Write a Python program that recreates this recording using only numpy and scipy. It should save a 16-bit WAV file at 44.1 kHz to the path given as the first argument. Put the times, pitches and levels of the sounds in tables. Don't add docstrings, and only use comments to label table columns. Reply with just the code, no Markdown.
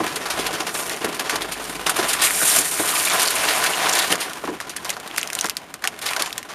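import sys
import numpy as np
from scipy import signal
from scipy.fft import rfft, irfft, next_fast_len
from scipy.io import wavfile

SR = 44100
rng = np.random.default_rng(int(sys.argv[2]) if len(sys.argv) > 2 else 0)


def inscribe(sig):
    pcm = np.round(np.clip(np.atleast_2d(sig).T, -1, 1) * 32767)
    wavfile.write(sys.argv[1], SR, pcm.astype(np.int16))


def boost_factor(decibels):
    exponent = np.asarray(decibels, float) / 20
    return 10 ** exponent


N = 288414

# frequency in Hz, relative weight in dB.
AIR_SPECTRUM = [(20, -25), (40, 11), (100, 11), (300, 15.5), (1000, -26), (2500, -57), (8000, -76),
                (15000, -16)]
# start of the hold in seconds, end of the hold in seconds, mean level in dB.
HUM_SWELLS = [(.33, .48, -49), (1.382, 1.87, -48.5), (2.06, 2.42, -51)]
# frequency in Hz, width in Hz, relative gain in dB.
WALL_MODES = [(95, 9.6, -13), (176, 23, -1), (325, 190, 3), (400, 72, -8)]
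# start in seconds, peak in dB, pitch in Hz.
THUMPS = [(0.001, -10, 325), (0.387, -14.5, 384), (1.041, -12, 400), (1.07, -18, 314), (1.324, -17.5, 370),
          (1.861, -18, 375), (1.989, -11, 400), (2.421, -17, 502), (2.58, -15.5, 360), (2.795, -12.5, 310),
          (3.132, -20, 413), (4.103, -14.5, 305), (4.119, -14, 507), (4.256, -21, 760), (4.437, -15.5, 567),
          (4.4745, -16, 783), (4.485, -18.5, 975), (5.443, -17, 700), (6.199, -22, 325)]
# start in seconds, nominal level in dB, first mean pitch in Hz,
# last mean pitch in Hz, length in seconds.
SLUMP = (4.484, -22, 390, 290, .12)
# start in seconds, grain level in dB, tilt from low to top band in dB, T60 in seconds.
CRUNCHES = [(0.0747, -15, -11, 0.064), (0.157, -10.5, 1, 0.074), (0.255, -12.5, -16, 0.097),
            (0.299, -9.5, -10, 0.13), (0.3884, -12, -5, 0.15), (0.4632, -8.5, -7, 0.068),
            (0.526, -15.5, -9, 0.18), (0.6026, -10.5, -15, 0.054), (0.666, -12, -7, 0.081),
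            (0.7473, -11.5, -9, 0.061), (0.8954, -8.5, 7, 0.018), (1.044, -7.5, 1, 0.05),
            (1.144, -16.5, 4, 0.061), (1.194, -9.5, -5, 0.06), (1.242, -20.5, -19, 0.37),
            (1.292, -9, -13, 0.14), (1.3549, -8, -10, 0.052), (1.4195, -13.5, -2, 0.061),
            (1.518, -14, 9, 0.1), (1.864, -4, -13.5, 0.081), (1.894, -7, 19, 0.06),
            (1.9607, -14.5, 18, 0.089), (1.986, -10, -14.5, 0.14), (2.0804, -9, 8, 0.22),
            (2.1313, -4, 17, 0.046), (2.2146, -3, 4, 0.12), (2.234, -6.5, 22, 0.15), (2.252, -8, 16, 0.12),
            (2.452, -11, 33, 0.065), (2.469, -11.5, 38, 0.17), (2.491, -12, 33, 0.093),
            (2.534, -12, 22, 0.11), (2.5605, -6.5, 31, 0.05), (2.586, -8.5, 38, 0.051),
            (2.874, -10, 16, 0.067), (2.889, -9, 16, 0.046), (2.9519, -8, 2, 0.089), (3.049, -7, 19, 0.056),
            (3.195, -9.5, 27, 0.051), (3.216, -4, 5, 0.052), (3.229, -5, 20, 0.031),
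            (3.273, -10, 20, 0.037), (3.3027, -9.5, 18, 0.058), (3.352, -15, 32, 0.078),
            (3.488, -12, 7, 0.22), (3.639, -8, 14, 0.027), (3.66, -8, 1, 0.079), (3.891, -9.5, 18, 0.048),
            (3.934, -10, -2, .05), (3.951, -5, 11, 0.04), (3.988, -6.5, 17, 0.054), (4.1, -12, -5, 0.092),
            (4.116, -5.5, -1, 0.083), (4.2, -12, 3, 0.2), (4.601, -20, -17.5, 0.13), (4.694, -19, 0, 0.093),
            (4.764, -16.5, 14, 0.044), (4.847, -17, -15, 0.11), (4.892, -16.5, 0, 0.06),
            (4.9638, -21, -22.5, 0.061), (5.1728, -14, 12, 0.087), (5.442, -8, -8, 0.024),
            (5.8384, -14, -16.5, 0.091), (5.989, -24, 13, 0.028), (6.0127, -17.5, 0, 0.17),
            (6.0559, -9.5, -3, 0.15), (6.163, -8.5, -14, 0.043), (6.1933, -9, -13.5, 0.097),
            (6.2585, -12, -9, 0.038), (6.486, -24.5, -19.5, 0.21)]
# start in seconds, peak in dB, ring pitch in Hz, ring peak over click peak in dB.
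SNAPS = [(1.2965, -4, 2200, 1), (1.4194, -10.5, 3200, 1), (1.864, -9.5, 2820, 2), (1.8947, -4, 1380, -4.5),
         (2.1315, -14, 2560, -11), (2.3077, -7, 1900, 8), (3.4867, -5, 2440, 4), (3.489, -3.5, 4360, 5),
         (3.8958, -4, 5550, -4), (3.989, -3, 4760, -6), (4.1259, 3, 3040, -9), (4.1555, -4, 2010, -11),
         (4.2165, -11, 2940, 0), (4.3337, -8, 3190, -11), (4.4752, -17, 1520, -2),
         (4.6024, -11, 1830, -4.5), (4.6953, -16, 6700, 4), (4.764, -9, 1600, -7), (4.8472, -8, 2830, -22),
         (4.894, -4.5, 3010, -8), (4.9031, 1.5, 5960, -14), (5, -13, 3760, -21), (5.0763, -11.5, 1540, -17),
         (5.1125, -17.5, 2850, 5), (5.163, -7.5, 2860, -10), (5.1814, 1.5, 2010, -7), (5.214, -10, 6170, 1),
         (5.2303, -4, 2980, -5), (5.2747, -8, 5130, -11), (5.302, -8.5, 2420, -4),
         (5.3315, -5.5, 1570, -8.5), (5.3517, 1, 8040, -7), (5.386, -20, 4000, -2),
         (5.3894, -1.5, 3200, -17), (5.3986, -14, 5500, -3), (5.411, 1.5, 6600, -5.5),
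         (5.438, -20, 2000, 1), (5.4443, -11, 1540, -2), (5.457, -4, 6960, -7), (5.464, -7, 1500, -8),
         (5.4717, -12, 1550, -20), (5.487, -13, 1380, -6.5), (5.4971, 3, 2640, -17), (5.508, -19, 3000, 6),
         (5.5528, -27, 1400, -5), (5.5688, -1.5, 4400, -8.5), (5.741, -7, 1500, -15),
         (5.823, -17, 1660, -7), (5.841, -6, 1660, -5), (5.8518, -10.5, 1800, -1), (5.8744, 4, 2840, -7),
         (6.0895, -10, 4500, 0), (6.134, -7.5, 2370, -4), (6.2012, -14, 1300, -5),
         (6.2225, 3.5, 3550, -33.5), (6.3065, -18, 2600, 0), (6.328, -9.5, 3680, -1.5),
         (6.3799, -1, 3760, -18), (6.429, -14.5, 1980, -7)]
# time in seconds, hollow patter level in dB, treble hiss level in dB.
SEED_FLOW = [(0, -26, -36), (.2, -34, -41.5), (.45, -28, -41), (.64, -33, -42), (.8, -31.5, -26),
             (1.0, -32, -40.5), (1.4, -34, -48), (1.7, -33.5, -34.5), (1.82, -33.5, -42.5),
             (2.1, -26.5, -30.5), (2.3, -31, -20), (2.58, -27.5, -16), (2.7, -34.5, -23),
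             (2.87, -27, -22.5), (3.03, -29.5, -20), (3.15, -22, -22), (3.3, -26, -25.5), (3.5, -22.5, -24),
             (3.72, -25.5, -27), (3.85, -20.5, -29), (4.04, -23.5, -24), (4.18, -31.5, -46),
             (4.29, -35, -45), (4.45, -39.5, -47), (4.58, -42.5, -62), (4.9, -39.5, -45), (5.06, -36, -62),
             (5.4, -36, -41.5), (5.55, -42, -74), (5.96, -40.5, -63), (6.1, -33.5, -39), (6.3, -40, -44),
             (6.54, -38, -87)]
# frequency in Hz, width in Hz, relative gain in dB.
HOPPER_MODES = [(674, 230, -30), (1020, 27, 14.5), (1370, 670, 1)]
# frequency in Hz, relative weight in dB.
PATTER_SPECTRUM = [(200, -20), (450, -8), (650, 2.5), (1100, -1), (2000, -4.5), (3000, -6), (5000, -15)]
# frequency in Hz, relative weight in dB.
HISS_SPECTRUM = [(3530, -52), (6000, -22.5), (8720, -14), (11900, -15), (15000, -21.5), (16000, -60)]

AIR_DB = -50.5
HUM_HZ, HUM_REST_DB = 48.3, -73
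HUM_RISE_DB_PER_S, HUM_FALL_DB_PER_S = 130, 140
ROOM_T60_S, ROOM_DB = 0.089, -18
THUMP_RING_WIDTH_HZ, THUMP_PUSH_S, THUMP_SETTLE_S = 30, 0.0039, 0.010
THUMP_PUFF_DB, THUMP_WALL_DB, THUMP_LOW_DB = 3, 3, -14.5
CRUNCH_LOW_DB, CRUNCH_TOP_DB = -6, -1.5
CRUNCH_LOW_SHARE = 0.7
CRUNCH_DENSE_UNTIL_S = 4.3
PATCH_DB, PATCH_PITCH_RATIO, PATCH_LAG_PER_T60 = -5.5, 0.624, 0.18
SNAP_RING_T60_CYCLES = 8
SNAP_CREASE_DB, SNAP_CREASE_T60_S = -17, 0.039
PATTER_REF_DB, HISS_REF_DB = -30, -32
RATTLE_AT_REF_DB, RATTLE_DB_PER_PATTER_DB, RATTLE_DB_PER_HISS_DB = -32.5, 0.55, 0.61
BOOM_AT_REF_DB, BOOM_DB_PER_PATTER_DB, BOOM_SINK_DB_PER_S = -34.5, 0.42, 1.98
HUSK_DB, HUSK_FLURRY_DB, HUSK_Q = 3, 5.5, 8
NOTCH_HZ, NOTCH_WIDTH_HZ = 7900, 260
BASS_HZ, TOP_HZ, EDGE_HZ = 46, 11040, 15000


def rms_one(x):
    return x / np.sqrt(np.mean(x ** 2) + 1e-20)


def in_time(rows):
    s, *columns = np.transpose(rows)
    return [np.interp(np.arange(N) / SR, s, column) for column in columns]


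def band(x, low_hz, high_hz, order=2):
    edges_hz = [low_hz, min(high_hz, .45 * SR)]
    return signal.sosfilt(signal.butter(order, edges_hz, "band", fs=SR, output="sos"), x)


def colour(x, points):
    size = next_fast_len(N)
    hz = np.maximum(np.arange(size // 2 + 1) * SR / size, 1)
    table = np.array(points)
    weight_db = np.interp(np.log(hz), np.log(table[:, 0]), table[:, 1])
    return rms_one(irfft(rfft(x, size) * boost_factor(weight_db), size)[:N])


def resonance(x, hz, width_hz):
    r = np.exp(-np.pi * width_hz / SR)
    feedback = [1, -2 * r * np.cos(2 * np.pi * hz / SR), r * r]
    return signal.lfilter([(1 - r * r) / 2, 0, (r * r - 1) / 2], feedback, x)


def drift(corner_hz):
    r = np.exp(-2 * np.pi * corner_hz / SR)
    return rms_one(signal.lfilter([1], [1, -2 * r, r * r], rng.standard_normal(N + SR))[SR:])


def grains(per_s, spread_db, size=N):
    sizes = boost_factor(spread_db * np.minimum(rng.exponential(1, size), 5)) * rng.choice([-1, 1], size)
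    return sizes * (rng.random(size) < per_s / SR) + 1e-18


def air():
    return boost_factor(AIR_DB) * colour(rng.standard_normal(N), AIR_SPECTRUM)


def hum():
    t = np.arange(N) / SR
    level_db = np.full(N, float(HUM_REST_DB))
    for start_s, end_s, hold_db in HUM_SWELLS:
        rise_db = HUM_RISE_DB_PER_S * np.maximum(start_s - t, 0)
        fall_db = HUM_FALL_DB_PER_S * np.maximum(t - end_s, 0)
        level_db = np.maximum(level_db, hold_db - rise_db - fall_db)
    phase = 2 * np.pi * np.cumsum(HUM_HZ * (1 + 0.019 * drift(9.7))) / SR
    return np.sqrt(2) * boost_factor(level_db + drift(6)) * np.sin(phase)


def greenhouse(x):
    t = np.arange(SR // 4) / SR
    tail = grains(5000, 0.71, size=len(t)) * boost_factor(-60 * t / ROOM_T60_S) * (t > .0015)
    tail = signal.lfilter([1], [1, -.3], tail)
    return signal.fftconvolve(x, tail / np.sqrt(np.sum(tail ** 2)))[:N]


def noise_push(t, time_s):
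    return rng.standard_normal(len(t)) * t * np.exp(-t / time_s)


def slump(t):
    _, level_db, from_hz, to_hz, length_s = SLUMP
    glide_hz = from_hz + (to_hz - from_hz) * t / length_s
    glide_hz = glide_hz * (1 + .14 * drift(90)[:len(t)])
    envelope = np.maximum(1 - t / length_s, 0) ** 2 * (1 - np.exp(-t / .003))
    level = boost_factor(level_db + 3 * drift(90)[:len(t)])
    return level * envelope * np.sin(2 * np.pi * np.cumsum(glide_hz) / SR)


def thumps():
    size = 9000
    out, t = np.zeros(N + size), np.arange(size) / SR
    for s, peak_db, hz in THUMPS:
        push = noise_push(t, THUMP_PUSH_S)
        walls = sum(boost_factor(db) * resonance(noise_push(t, THUMP_SETTLE_S), wall_hz, width_hz)
                    for wall_hz, width_hz, db in WALL_MODES)
        thump = rms_one(resonance(push, hz, THUMP_RING_WIDTH_HZ))
        thump = thump + boost_factor(THUMP_PUFF_DB) * rms_one(band(push, 256, 1350))
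        thump = thump + boost_factor(THUMP_WALL_DB) * rms_one(walls)
        thump = thump + boost_factor(THUMP_LOW_DB) * rms_one(band(push, 79, 350))
        at = round(s * SR)
        out[at:at + size] += boost_factor(peak_db) * thump / np.abs(thump).max()
    at = round(SLUMP[0] * SR)
    out[at:at + size] += slump(t)
    return out[:N]


def bag_crunches():
    size = 7000
    low, mid, top, patches = np.zeros((4, N + size))
    t = np.arange(size) / SR
    for (s, level_db, tilt_db, t60_s), pick in zip(CRUNCHES, rng.random(len(CRUNCHES))):
        shape = (1 - np.exp(-t / (0.025 * t60_s))) * boost_factor(-60 * (t / t60_s) ** 1.056)
        per_s = 9000 if s < CRUNCH_DENSE_UNTIL_S else 3500
        shape = shape * np.sqrt(9000 / per_s)
        burst = grains(per_s, 3.32, size=size) * shape
        fine = grains(per_s, 3.16, size=size) * shape
        low_db = level_db + CRUNCH_LOW_DB - CRUNCH_LOW_SHARE * tilt_db
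        top_db = level_db + CRUNCH_TOP_DB + (1 - CRUNCH_LOW_SHARE) * tilt_db
        at = round(s * SR)
        low[at:at + size] += boost_factor(low_db) * burst
        mid[at:at + size] += boost_factor(level_db) * burst
        top[at:at + size] += boost_factor(top_db) * (burst + fine) / np.sqrt(2)
        for k in range(3):
            hz = min(2000 * 2 ** (pick + tilt_db / 30) * PATCH_PITCH_RATIO ** k, 9000)
            lag = round(PATCH_LAG_PER_T60 * k * t60_s * SR)
            ticks = resonance(grains(2500, 3, size=size) * shape, hz, hz / 4)
            ticks = ticks * np.sqrt(20000 / hz)
            patches[at + lag:at + size] += boost_factor(level_db + PATCH_DB) * ticks[:size - lag]
    return (patches + band(low, 570, 1950) + band(mid, 1200, 7040) + band(top, 6540, 12200))[:N]


def bag_snaps():
    size = 2600
    settle = boost_factor(SNAP_CREASE_DB - 60 * np.arange(size) / SR / SNAP_CREASE_T60_S)
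    out, chances = np.zeros(N + size), rng.random((len(SNAPS), 8))
    for (s, peak_db, hz, ring_db), chance in zip(SNAPS, chances):
        clicks = np.zeros(size) + 1e-18
        clicks[0] = 1
        clicks[int(5 + 14 * chance[0])] = .9 - 1.8 * chance[1]
        clicks[int(20 + 30 * chance[2])] = .5 * chance[3]
        creases = settle * grains(7000, 2.5, size=size)
        tick = band(clicks, 3100, 18200) + band(creases, 1150, 11100)
        ring_width_hz = np.log(1000) / np.pi * hz / SNAP_RING_T60_CYCLES
        ring = resonance(band(clicks, hz / 2, hz * 2), hz, ring_width_hz)
        sides = sum(resonance(clicks, side_hz, side_hz / 5) * 3000 / side_hz
                    for side_hz in 1800 * 6 ** chance[4:7])
        tick = tick / np.abs(tick).max() + chance[7] / 2 * sides / np.abs(sides).max()
        snap = tick / np.abs(tick).max() + boost_factor(ring_db) * ring / np.abs(ring).max()
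        at = round(s * SR)
        out[at:at + size] += boost_factor(peak_db) * snap / np.abs(snap).max()
    return out[:N]


def seed_clumps():
    fade = boost_factor(-60 / (.09 * SR))
    clumps = np.log(1 + signal.lfilter([1], [1, -fade], np.abs(grains(90, 2.5))))
    return rms_one(clumps - clumps.mean())


def husks():
    return sum(boost_factor(HUSK_FLURRY_DB * drift(7.6)) * rms_one(resonance(grains(170, 2.36), hz, hz / HUSK_Q))
               for hz in np.geomspace(1200, 7000, 9))


def seeds():
    patter_db, hiss_db = in_time(SEED_FLOW)
    patter_over_db, hiss_over_db = patter_db - PATTER_REF_DB, hiss_db - HISS_REF_DB
    rattle_db = RATTLE_AT_REF_DB + RATTLE_DB_PER_PATTER_DB * patter_over_db
    rattle_db = rattle_db + RATTLE_DB_PER_HISS_DB * hiss_over_db
    boom_db = BOOM_AT_REF_DB + BOOM_DB_PER_PATTER_DB * patter_over_db - BOOM_SINK_DB_PER_S * np.arange(N) / SR
    thinness = np.clip((-20 - rattle_db) / 16, .3, .9)
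    clumps = thinness * seed_clumps()
    hits = grains(3000, 1.3)
    boom = rms_one(sum(boost_factor(db) * resonance(hits, hz, width_hz) for hz, width_hz, db in WALL_MODES))
    hollow = sum(boost_factor(db) * resonance(hits, hz, width_hz) for hz, width_hz, db in HOPPER_MODES)
    patter = rms_one(colour(hits, PATTER_SPECTRUM) + boost_factor(-12.5) * rms_one(hollow))
    strays = thinness ** 2 * rms_one(grains(260, 3.2))
    rattle = rms_one(band(rms_one(grains(3500, 2.77)) + boost_factor(-3) * strays, 1200, 5670))
    rattle = rms_one(rattle + boost_factor(HUSK_DB) * rms_one(husks()))
    hiss = colour(rms_one(grains(9000, 3.1)) + boost_factor(0.5) * strays, HISS_SPECTRUM)
    return (boost_factor(boom_db + 3.5 * clumps) * boom
            + boost_factor(patter_db + 3.73 * clumps) * patter
            + boost_factor(rattle_db + 3.56 * clumps) * rattle
            + boost_factor(hiss_db + 2.4 * clumps + 1.5 * drift(17)) * hiss)


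def scene():
    near = seeds() + bag_snaps() + bag_crunches() + thumps()
    return (near + boost_factor(ROOM_DB) * greenhouse(near) + air() + hum())[None]


def low_pass(x):
    return signal.sosfilt(signal.butter(12, 16340, fs=SR, output="sos"), x)


def record(dry):
    x = signal.lfilter(*signal.iirnotch(NOTCH_HZ, NOTCH_HZ / NOTCH_WIDTH_HZ, SR), dry)
    x = signal.sosfilt(signal.butter(2, [BASS_HZ, TOP_HZ], "band", fs=SR, output="sos"), x)
    x = np.clip(x, -1, 1)
    x = signal.sosfilt(signal.ellip(6, .5, 27, EDGE_HZ, fs=SR, output="sos"), x)
    mix = np.clip(x, -1, 1)
    return low_pass(mix)


dry = scene()
out = record(dry)
inscribe(out)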